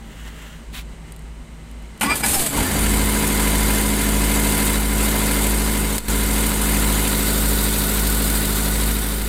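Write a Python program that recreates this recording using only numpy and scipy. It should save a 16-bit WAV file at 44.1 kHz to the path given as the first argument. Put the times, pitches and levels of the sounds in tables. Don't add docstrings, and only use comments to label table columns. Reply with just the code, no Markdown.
import sys
import numpy as np
from scipy import signal
from scipy.fft import rfft, irfft, next_fast_len
from scipy.io import wavfile
from scipy.ndimage import uniform_filter1d

SR = 44100
rng = np.random.default_rng(int(sys.argv[2]) if len(sys.argv) > 2 else 0)


def makeup_ratio(level_db):
    decades = np.asarray(level_db, float) / 20
    return 10 ** decades


def dump_mix(stems):
    frames = np.atleast_2d(stems).T
    limited = np.clip(frames, -1, 1)
    pcm = np.round(limited * 32767).astype(np.int16)
    wavfile.write(sys.argv[1], SR, pcm)


N = 409248
T = np.arange(N) / SR

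# f/Hz, level/dB per Hz
BLOCK_SPECTRUM = [(240, -8), (400, -5.5), (480, -4), (622, -5), (754, -6.5), (990, -4.5), (1150, -11.5),
                  (1410, -8.5), (1930, -9), (2090, -6), (2510, -12), (3640, -12), (4780, -20),
                  (5240, -22.5), (6000, -19.5), (7800, -16.5), (13200, -120)]
# f/Hz, level/dB per Hz
HISS_SPECTRUM = [(2650, -5.5), (4500, -6), (4800, -5.5), (4990, -9), (5500, -11.5), (8320, 2.5),
                 (14200, -5.5), (15300, -8.5), (16100, -52.5), (16500, -73)]
# f/Hz, width/Hz, level/dB
CASING_MODES = [(220, 25.3, -2), (273.5, 26.5, -1), (147.3, 46, 1), (391, 64, -10.5)]


def noise(n=N):
    return rng.standard_normal(n)


def evened(x):
    return x / np.sqrt(np.mean(x ** 2) + 1e-20)


def columns(rows):
    s, *values = np.transpose(rows)
    return [np.interp(T, s, v) for v in values]


def coloured(x, points):
    hz, db = np.transpose(points)
    size = next_fast_len(len(x))
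    bins_hz = np.fft.rfftfreq(size, 1 / SR)
    shape = makeup_ratio(np.interp(np.log(bins_hz + 1), np.log(hz + 1), db))
    return evened(irfft(rfft(x, size) * shape, size)[:len(x)])


def resonate(x, hz, width_hz, steady=0):
    turn = np.exp(2j * np.pi * np.cumsum(hz * np.ones(len(x))) / SR)
    r = np.exp(-np.pi * width_hz / SR)
    slow = signal.lfilter([1], np.convolve([1, -r], [1, -r]), x / turn)
    return evened((turn * slow / abs(slow) ** steady).real)


def ringing(x, modes):
    total = 0
    for hz, width_hz, db in modes:
        mode = signal.lfilter(*signal.iirpeak(hz, hz / width_hz, SR), x)
        total = total + makeup_ratio(db) * mode * np.sqrt(100 / width_hz)
    return evened(total)


def gate(on_s, off_s, fade_s):
    return np.clip((T - on_s) / fade_s, 0, 1) * np.clip((off_s - T) / fade_s, 0, 1)


def stroke(start_s, rise_s, until_s, fall_s, db):
    rise = np.clip((T - start_s) / rise_s, 0, 1)
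    fall = np.clip(1 - (T - until_s) / fall_s, 0, 1)
    return makeup_ratio(db) * (rise * fall) ** 1.19


def struck(events, sound):
    envelope, t = np.zeros(N), T[:SR // 2]
    for s, db, t60_s in events:
        envelope[round(s * SR):][:len(t)] += makeup_ratio(db - 11.5 - 60 * t / t60_s)
    return envelope * sound


def flutter(hz, db):
    return np.interp(T * hz, np.arange(2000), makeup_ratio(db * noise(2000)))


def yard():
    far_engines = [(53.783, .0127), (55.87, .0055)]
    far_db = [-35.5, -44.5]
    # f/Hz, level/dB per Hz
    wash_spectrum = [(2.9, -60), (5.0, -29.5), (27, -13.5), (36, -7), (59, -6), (82, -20), (165, -15.5),
                     (186, -20.5), (229, -16.5), (294, -22.5), (700, -30.5), (910, -71.5), (1540, -120)]
    # f/Hz, level/dB per Hz
    fan_spectrum = [(290, -32), (500, -15.5), (731, -11), (799, -0.5), (834, -8.5), (898, -3), (1070, -7),
                    (2770, -11.5), (3020, -13.5), (5510, -20), (7170, -17), (8540, -16.5), (10500, -26),
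                    (14700, -29.5), (16500, -43.5)]
    # f/Hz, width/Hz, level/dB
    fan_modes = [(2050, 130, 1), (2970, 100, -3), (3990, 160, -9), (8370, 400, -7)]
    phases = [2 * np.pi * hz * (T - s) for hz, s in far_engines]
    hum = sum(makeup_ratio(db) * np.cos(phase) for db, phase in zip(far_db, phases))
    hum = hum + makeup_ratio(-47.5) * flutter(6, 2) * np.sin(3 * phases[0])
    low, high = noise((2, N))
    wash = makeup_ratio(-39) * coloured(low, wash_spectrum) + makeup_ratio(-53.5) * ringing(low, [(228.3, 13, 0)])
    fans = coloured(high, fan_spectrum) + .3 * flutter(5, 1.3) * ringing(high, fan_modes)
    return np.sqrt(2) * hum + flutter(12, 0.98) * (wash + makeup_ratio(-48.5) * fans)


def cloth():
    # start/s, rise/s, hold until/s, fall/s, level/dB
    drags = [(-.1, 0.34, 0.282, .08, -42.5), (.3, .08, 0.486, 0.208, -42.5)]
    # f/Hz, level/dB per Hz
    cloth_spectrum = [(350, -26.5), (600, -2.5), (792, -14.5), (1270, -3), (1870, 0), (2470, -9.5),
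                      (2800, 0), (4800, -17.5), (7490, -11), (9340, -17.5), (13800, -19), (15800, -20),
                      (16500, -44)]
    return sum(stroke(*row) for row in drags) * flutter(61.3, 1.26) * coloured(noise(), cloth_spectrum)


def grit_scuff():
    # start/s, rise/s, hold until/s, fall/s, level/dB
    scuff_stroke = (.716, .035, .785, .055, -33.5)
    # f/Hz, level/dB per Hz
    grit_spectrum = [(350, -54), (600, -24.5), (760, -6), (897, -23), (1000, -6), (3740, -3.5),
                     (5010, -14.5), (8250, -13), (15200, -18.5), (15800, -21), (16500, -49)]
    grains = noise() * (1 + 5 * (rng.random(N) < 400 / SR))
    return stroke(*scuff_stroke) * flutter(150, 1.47) * coloured(grains, grit_spectrum)


def keys():
    # t/s, peak/dB, t60/s
    ticks = [(0.2494, -41, 0.015), (0.2768, -33.5, 0.015), (1.0794, -42.5, 0.015), (1.1218, -22.5, 0.019),
             (1.163, -25.5, 0.015), (1.1922, -28.5, 0.015), (1.2221, -34.5, 0.015), (1.713, -27.5, 0.015),
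             (1.8244, -35.5, 0.015), (1.9769, -28, 0.015)]
    # t/s, peak/dB, t60/s
    solenoid = [(1.997, -27, .08)]
    knocks = [(.25, -26, .03), (.278, -24.5, .03), (1.08, -37.5, .02)]
    bright = struck(ticks + solenoid, coloured(noise(), HISS_SPECTRUM))
    return bright + struck(knocks, coloured(noise(), BLOCK_SPECTRUM))


def breaker():
    # t/s, peak/dB, t60/s
    snaps = [(5.981, -5, 0.0333)]
    bright = coloured(noise(), HISS_SPECTRUM)
    snap = struck(snaps, bright + 0.32 * coloured(noise(), BLOCK_SPECTRUM))
    return snap + struck([(5.985, -29.5, 0.28)], ringing(bright, [(4300, 49, 0)]))


def shoves():
    # t/s, length/s, level/dB
    pushes = [
        (2.396, 0.081, -23),
        (2.803, .12, -36),
        (6.03, .14, -35),
        (9.22, .12, -34.5),
    ]
    return sum(makeup_ratio(db) * np.exp(-(2.5 * (T - s) / length_s) ** 2) for s, length_s, db in pushes)


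def whistle(s, length_s, hz, glide, db):
    t = np.arange(-length_s, length_s, 1 / SR)
    tone = resonate(noise(len(t)), hz + glide * t, 30 + .026 * hz, steady=.5)
    return round((s - length_s) * SR), makeup_ratio(db + 2) * tone * np.exp(-(2.5 * t / length_s) ** 2)


def starter_grind():
    # t/s, drive/dB, load 0-1
    crank = [(2.012, -22.5, 0.58), (2.066, -25, 0.74), (2.128, -25, .86), (2.18, -31.5, .35),
             (2.226, -34.5, 0.54), (2.238, -22.5, 0.63), (2.265, -28, 0.17), (2.42, -27.5, 0.19),
             (2.5, -31.5, .35)]
    # t/s, peak/dB, treble minus peak/dB
    clanks = [(2.01, -5.5, -6), (2.032, -11, -7), (2.156, -21.5, 10.5), (2.197, -24.5, 6.5),
              (2.235, -8, -8.5), (2.261, -15.5, 5.5), (2.332, -16, 3), (2.394, -21.5, 1),
              (2.463, -20.5, 7.5), (2.574, -15, -6)]
    # f/Hz, level/dB per Hz
    gear_spectrum = [(240, -35), (400, -12.5), (463, -16), (817, 1.5), (1000, 1.5), (1150, -2.5),
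                     (1850, -13), (2320, 0), (2750, -6.5), (4780, -17.5), (6000, -17), (7800, -45),
                     (13200, -120)]
    # f/Hz, width/Hz, level/dB
    housing_modes = [(872, 54, -3), (1464, 34, -2.5), (1735, 53, -3.5), (1993, 42, 0), (2329, 78, -1.5),
                     (2880, 90, -14.5), (3240, 65, -11)]
    clank_t60_s = 0.1006
    drive_db, load = columns(crank)
    load_db = 24 * (load - .5)
    casing_db = -28 + 0.31 * (drive_db + 26)
    teeth = noise((3, N)) * flutter(90, 1.6)
    casing = gate(2.018, 99, 0.0134) * ringing(teeth[0], CASING_MODES)
    gears = evened(coloured(teeth[1], gear_spectrum) + 0.78 * ringing(teeth[1], housing_modes))
    hiss = coloured(teeth[2], HISS_SPECTRUM)
    grind = makeup_ratio(casing_db) * casing
    grind = grind + makeup_ratio(drive_db + load_db - 6) * gears
    grind = grind + makeup_ratio(drive_db - load_db + 0.5) * hiss
    dull = struck([(s, db - 1.5, clank_t60_s) for s, db, _ in clanks], gears)
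    sharp = struck([(s, db + top_db + 2.5, clank_t60_s) for s, db, top_db in clanks], hiss)
    return grind * gate(2.009, 2.56, 0.00265) + dull + sharp


def starter_tones():
    # peak t/s, length/s, f/Hz, glide/Hz per s, level/dB
    squeals = [
        (2.1, .085, 1180, 3200, -25.5),
        (2.25, .04, 820, -1200, -28),
        (2.36, .12, 800, -900, -31),
        (2.44, .08, 680, -900, -34),
        (2.59, .06, 930, -800, -31),
        (2.67, .06, 1780, 1000, -33),
    ]
    # t/s, f/Hz, level/dB
    pings = [(2.018, 2950, -24), (2.02, 2000, -27), (2.037, 850, -24), (2.04, 8900, -28),
             (2.065, 4900, -33), (2.165, 9300, -30), (2.24, 2300, -26), (2.243, 1700, -28),
             (2.242, 4950, -29), (2.24, 8100, -27), (2.27, 9700, -27), (2.35, 5250, -27),
             (2.35, 10500, -27), (2.47, 8550, -24), (2.495, 7700, -30)]
    # t/s, f/Hz, level/dB
    booms = [(2.05, 215, -24.5), (2.065, 285, -29), (2.265, 218, -27), (2.655, 260, -29), (2.41, 240, -31),
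             (2.12, 55, -34), (2.315, 55, -29), (2.375, 48, -31), (2.54, 50, -33)]
    # f/Hz, level/dB
    labour = [(2370, -22), (4800, -30), (8300, -29)]
    tones = squeals + [(s, .025, hz, 0, db) for s, hz, db in pings]
    tones = tones + [(s, .075, hz, 0, db) for s, hz, db in booms]
    tones = tones + [(2.118, .063, hz, 0, db) for hz, db in labour]
    out = np.zeros(N)
    for row in tones:
        start, sound = whistle(*row)
        out[start:start + len(sound)] += sound
    return out


def starter():
    return (starter_grind() + starter_tones()) * gate(2.009, 99, .002)


def beaten(cycle, column, decay, bed_db):
    # place 0-1, knock/dB, hiss/dB
    blows = [(.02, -10.5, -0.5), (0.088, 4.5, -1.5), (.18, -0.5, -15.5), (.27, -2.5, -16.5),
             (0.321, 3.5, -1.5), (0.378, -7, 3), (0.591, -5.5, -2.5), (.65, -6, -1), (.755, -8, -0.5),
             (.83, -5.5, -6), (0.898, -1, -0.5)]
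    power = makeup_ratio(2 * bed_db)
    for row in blows:
        since = cycle - row[0] + 1
        sizes = makeup_ratio(2 * (row[column] + 2.0 * noise(200)))
        power = power + sizes[since.astype(int)] * np.exp(-(since % 1) / decay)
    return np.sqrt(power)


def patchy(x, db):
    z = signal.stft(x, nperseg=512, noverlap=384)[2]
    patches = uniform_filter1d(noise(z.shape), size=2, axis=0)
    patches = evened(uniform_filter1d(patches, size=9, axis=1))
    return signal.istft(z * makeup_ratio(db * patches - db ** 2 / 9), nperseg=512, noverlap=384)[1][:N]


def exhaust_orders(fires, turned):
    exhaust = [(1.75, -23.5), (2, -17), (2.25, -24), (2.5, -29), (2.75, -29.5), (3, -10.5), (3.25, -25.5),
               (3.5, -17.5), (3.75, -19), (4, -4.5), (4.5, -18), (4.75, -20.5), (5, -16), (5.25, -17.5),
               (5.5, -10.5), (6, -17.5), (6.25, -19.5), (6.75, -23), (7, -15), (8, -17), (8.25, -23.5),
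               (8.75, -28.5), (9, -19), (9.25, -25), (9.5, -27.5), (9.75, -23.5), (10, -25), (10.25, -27),
               (10.5, -25)]
    t, knots = T[::8], np.arange(100)
    low = np.zeros(len(t))
    for multiple, db in exhaust:
        waver = np.interp(t * 9, knots, makeup_ratio(db + 1.01 * noise(len(knots))))
        shade = makeup_ratio(-4 * (multiple > 3.6) * turned[::8])
        low += waver * shade * np.sin(2 * np.pi * (multiple * fires[::8] + rng.random()))
    return evened(signal.resample_poly(low, up=8, down=1)[:N])


def exhaust_drone(fires, turned):
    # f/Hz, level/dB per Hz
    roar_spectrum = [(12, -34), (20, -6), (59, -16), (107, -6), (209, -2.5), (248, -3), (290, -3),
                     (330, -13.5), (600, -19), (780, -59), (1320, -120)]
    settled = gate(2.6, 99, .2)
    lumpy = ringing(noise(), CASING_MODES) * np.sqrt(1 - settled ** 2)
    roar = makeup_ratio(-12) * coloured(noise(), roar_spectrum)
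    return evened(exhaust_orders(fires, turned) * settled + lumpy + roar)


def mounts():
    # t/s, level/dB
    rocking = [
        (2.5, -57.5),
        (2.58, -29),
        (3.0, -30),
        (3.6, -44),
    ]
    return makeup_ratio(columns(rocking)[0]) * resonate(noise(), 85.62, 2.6, steady=1.0)


def block_knock(cycle, turned, repeated):
    # f/Hz, level/dB per Hz
    turned_spectrum = [(240, -20.5), (400, 1.5), (485, -5), (575, -4.5), (629, -6), (946, -10),
                       (1190, -8.5), (1420, -5.5), (1590, -10), (1980, -10.5), (2450, -11.5), (3250, -11.5),
                       (3690, -8), (5300, -17.5), (6000, -16), (7800, -40), (13200, -120)]
    rattle = (1.5 * repeated + noise()) * beaten(cycle, column=1, decay=0.04, bed_db=1.0)
    return (1 - turned) * coloured(rattle, BLOCK_SPECTRUM) + turned * coloured(rattle, turned_spectrum)


def panels(x, lines, width_hz):
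    return ringing(x, [(hz, width_hz + hz / 220, db) for hz, db in lines])


def singing_panels(turned, repeated):
    # f/Hz, rms/dB
    facing_lines = [(694.4, -50), (834.4, -43.5), (925.9, -58), (990.5, -41.5), (1082, -46.5),
                    (1254, -48.5), (1373, -54), (1410, -50.5), (1604, -48.5), (1776, -56), (2089, -43.5),
                    (2143, -47.5), (2993, -50.5), (3542, -60), (3946, -53), (4452, -55), (4651, -45),
                    (4780, -67.5)]
    # f/Hz, rms/dB
    turned_lines = [(613.7, -50), (861.3, -49), (925.9, -55.5), (969.0, -48), (1244, -52), (1475, -44),
                    (1776, -52), (1922, -45), (2143, -56), (3671, -40.5)]
    shake = repeated + .35 * noise()
    facing = panels(shake, facing_lines, width_hz=6.2)
    return (1 - turned) * facing + 0.765 * turned * panels(shake, turned_lines, width_hz=8.6)


def valve_hiss(cycle, turned):
    # f/Hz, level/dB per Hz
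    turned_spectrum = [(2650, -22), (4500, -4), (5530, -13.5), (6580, -8), (8180, 1.5), (10700, -2.5),
                       (14300, 0), (15300, -6), (16100, -15), (16500, -49)]
    air = noise() * beaten(cycle, column=2, decay=0.087, bed_db=-2.0)
    return (1 - turned) * coloured(air, HISS_SPECTRUM) + turned * coloured(air, turned_spectrum)


def valve_ticks(cycle):
    seats = np.exp(-((cycle - .75) % 1) / .03) + .6 * np.exp(-((cycle - .315) % 1) / .03)
    highpass = signal.butter(4, 9000, "high", fs=SR, output="sos")
    return evened(signal.sosfilt(highpass, noise() * seats * flutter(13, 3.)))


def engine():
    # t/s, firing rate/Hz
    speed = [
        (2.5, 31),
        (2.6, 44),
        (2.7, 51),
        (2.78, 53.6),
        (2.9, 52.3),
        (3.2, 52.2),
        (3.6, 52.252),
        (9.28, 52.252),
    ]
    # t/s, fuel against steady running/dB
    fuel = [
        (2.52, -25),
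        (2.586, 0),
        (2.628, -3.5),
        (2.682, -18.5),
        (2.812, 0),
        (2.93, 1),
        (3.2, -1),
        (3.45, 0.5),
    ]
    # t/s, level/dB
    near = [(2.5, 0), (3.8, 0.5), (3.92, -1), (4.05, 0), (4.68, 1), (4.84, -3), (5.05, 0), (5.47, 0),
            (5.63, -2), (5.75, -1), (5.9, -2.5), (6.12, -1), (6.3, -2), (6.38, .5), (6.57, -2), (6.7, 0.5),
            (8.87, -1.5), (9.2, -6)]
    # t/s, share turned away 0-1
    turn = [(2.5, 0), (5.5, 0.16), (6.9, 0.32), (7.5, 0.81), (9.28, 0.73)]
    # thump, drone, knock, hiss; steady level/dB
    steady_db = np.array([[-21], [-22.5], [-25.5], [-23]])
    fuel_share = np.array([[1], [.2], [.05], [.1]])
    near_share = np.array([[.2], [.8], [.9], [1.1]])
    turned_db = np.array([[-.6], [-.3], [-1.2], [.3]])
    fires = np.cumsum(columns(speed)[0]) / SR
    fires = fires - fires[round(6.0512 * SR)] % 4
    cycle = fires / 4 + 1
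    turned = np.clip(columns(turn)[0], 0, 1)
    levels_db = steady_db + fuel_share * columns(fuel)[0] + near_share * columns(near)[0]
    thump_db, drone_db, knock_db, hiss_db = levels_db + turned_db * turned
    steps = 3376
    repeated = noise(steps)[(cycle % 1 * steps).astype(int)]
    bass = makeup_ratio(thump_db) * np.sqrt(2) * np.cos(2 * np.pi * fires)
    bass = bass + makeup_ratio(drone_db) * exhaust_drone(fires, turned) + mounts()
    clatter = makeup_ratio(knock_db) * block_knock(cycle, turned, repeated)
    clatter = clatter + makeup_ratio(hiss_db) * valve_hiss(cycle, turned)
    upper = patchy(clatter, db=2.3)
    upper = upper + makeup_ratio(knock_db - 7.5) * singing_panels(turned, repeated)
    upper = upper + makeup_ratio(hiss_db - 13) * valve_ticks(cycle)
    return (bass + flutter(30, 0.31) * upper) * gate(2.496, 99, 0.0716)


def scene():
    # t/s, gain/dB
    duck = [
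        (5.966, -2),
        (5.974, -7),
        (5.988, -11.5),
        (6.02, -15.5),
        (6.081, -12.5),
        (6.084, -1.5),
    ]
    ducked = yard() + cloth() + grit_scuff() + keys() + starter() + engine()
    return (ducked * makeup_ratio(columns(duck)[0]) + breaker() + shoves())[None]


def roll_off(x):
    return signal.sosfilt(signal.butter(12, 17050, fs=SR, output="sos"), x)


def record(dry):
    limited = 0.6468 * np.tanh(dry / 0.5932)
    lowpass = signal.firwin(511, 15950, window=("kaiser", 9), fs=SR)
    edged = signal.oaconvolve(limited, lowpass[None], "same")
    return roll_off(edged)


dry = scene()
out = record(dry)
dump_mix(out)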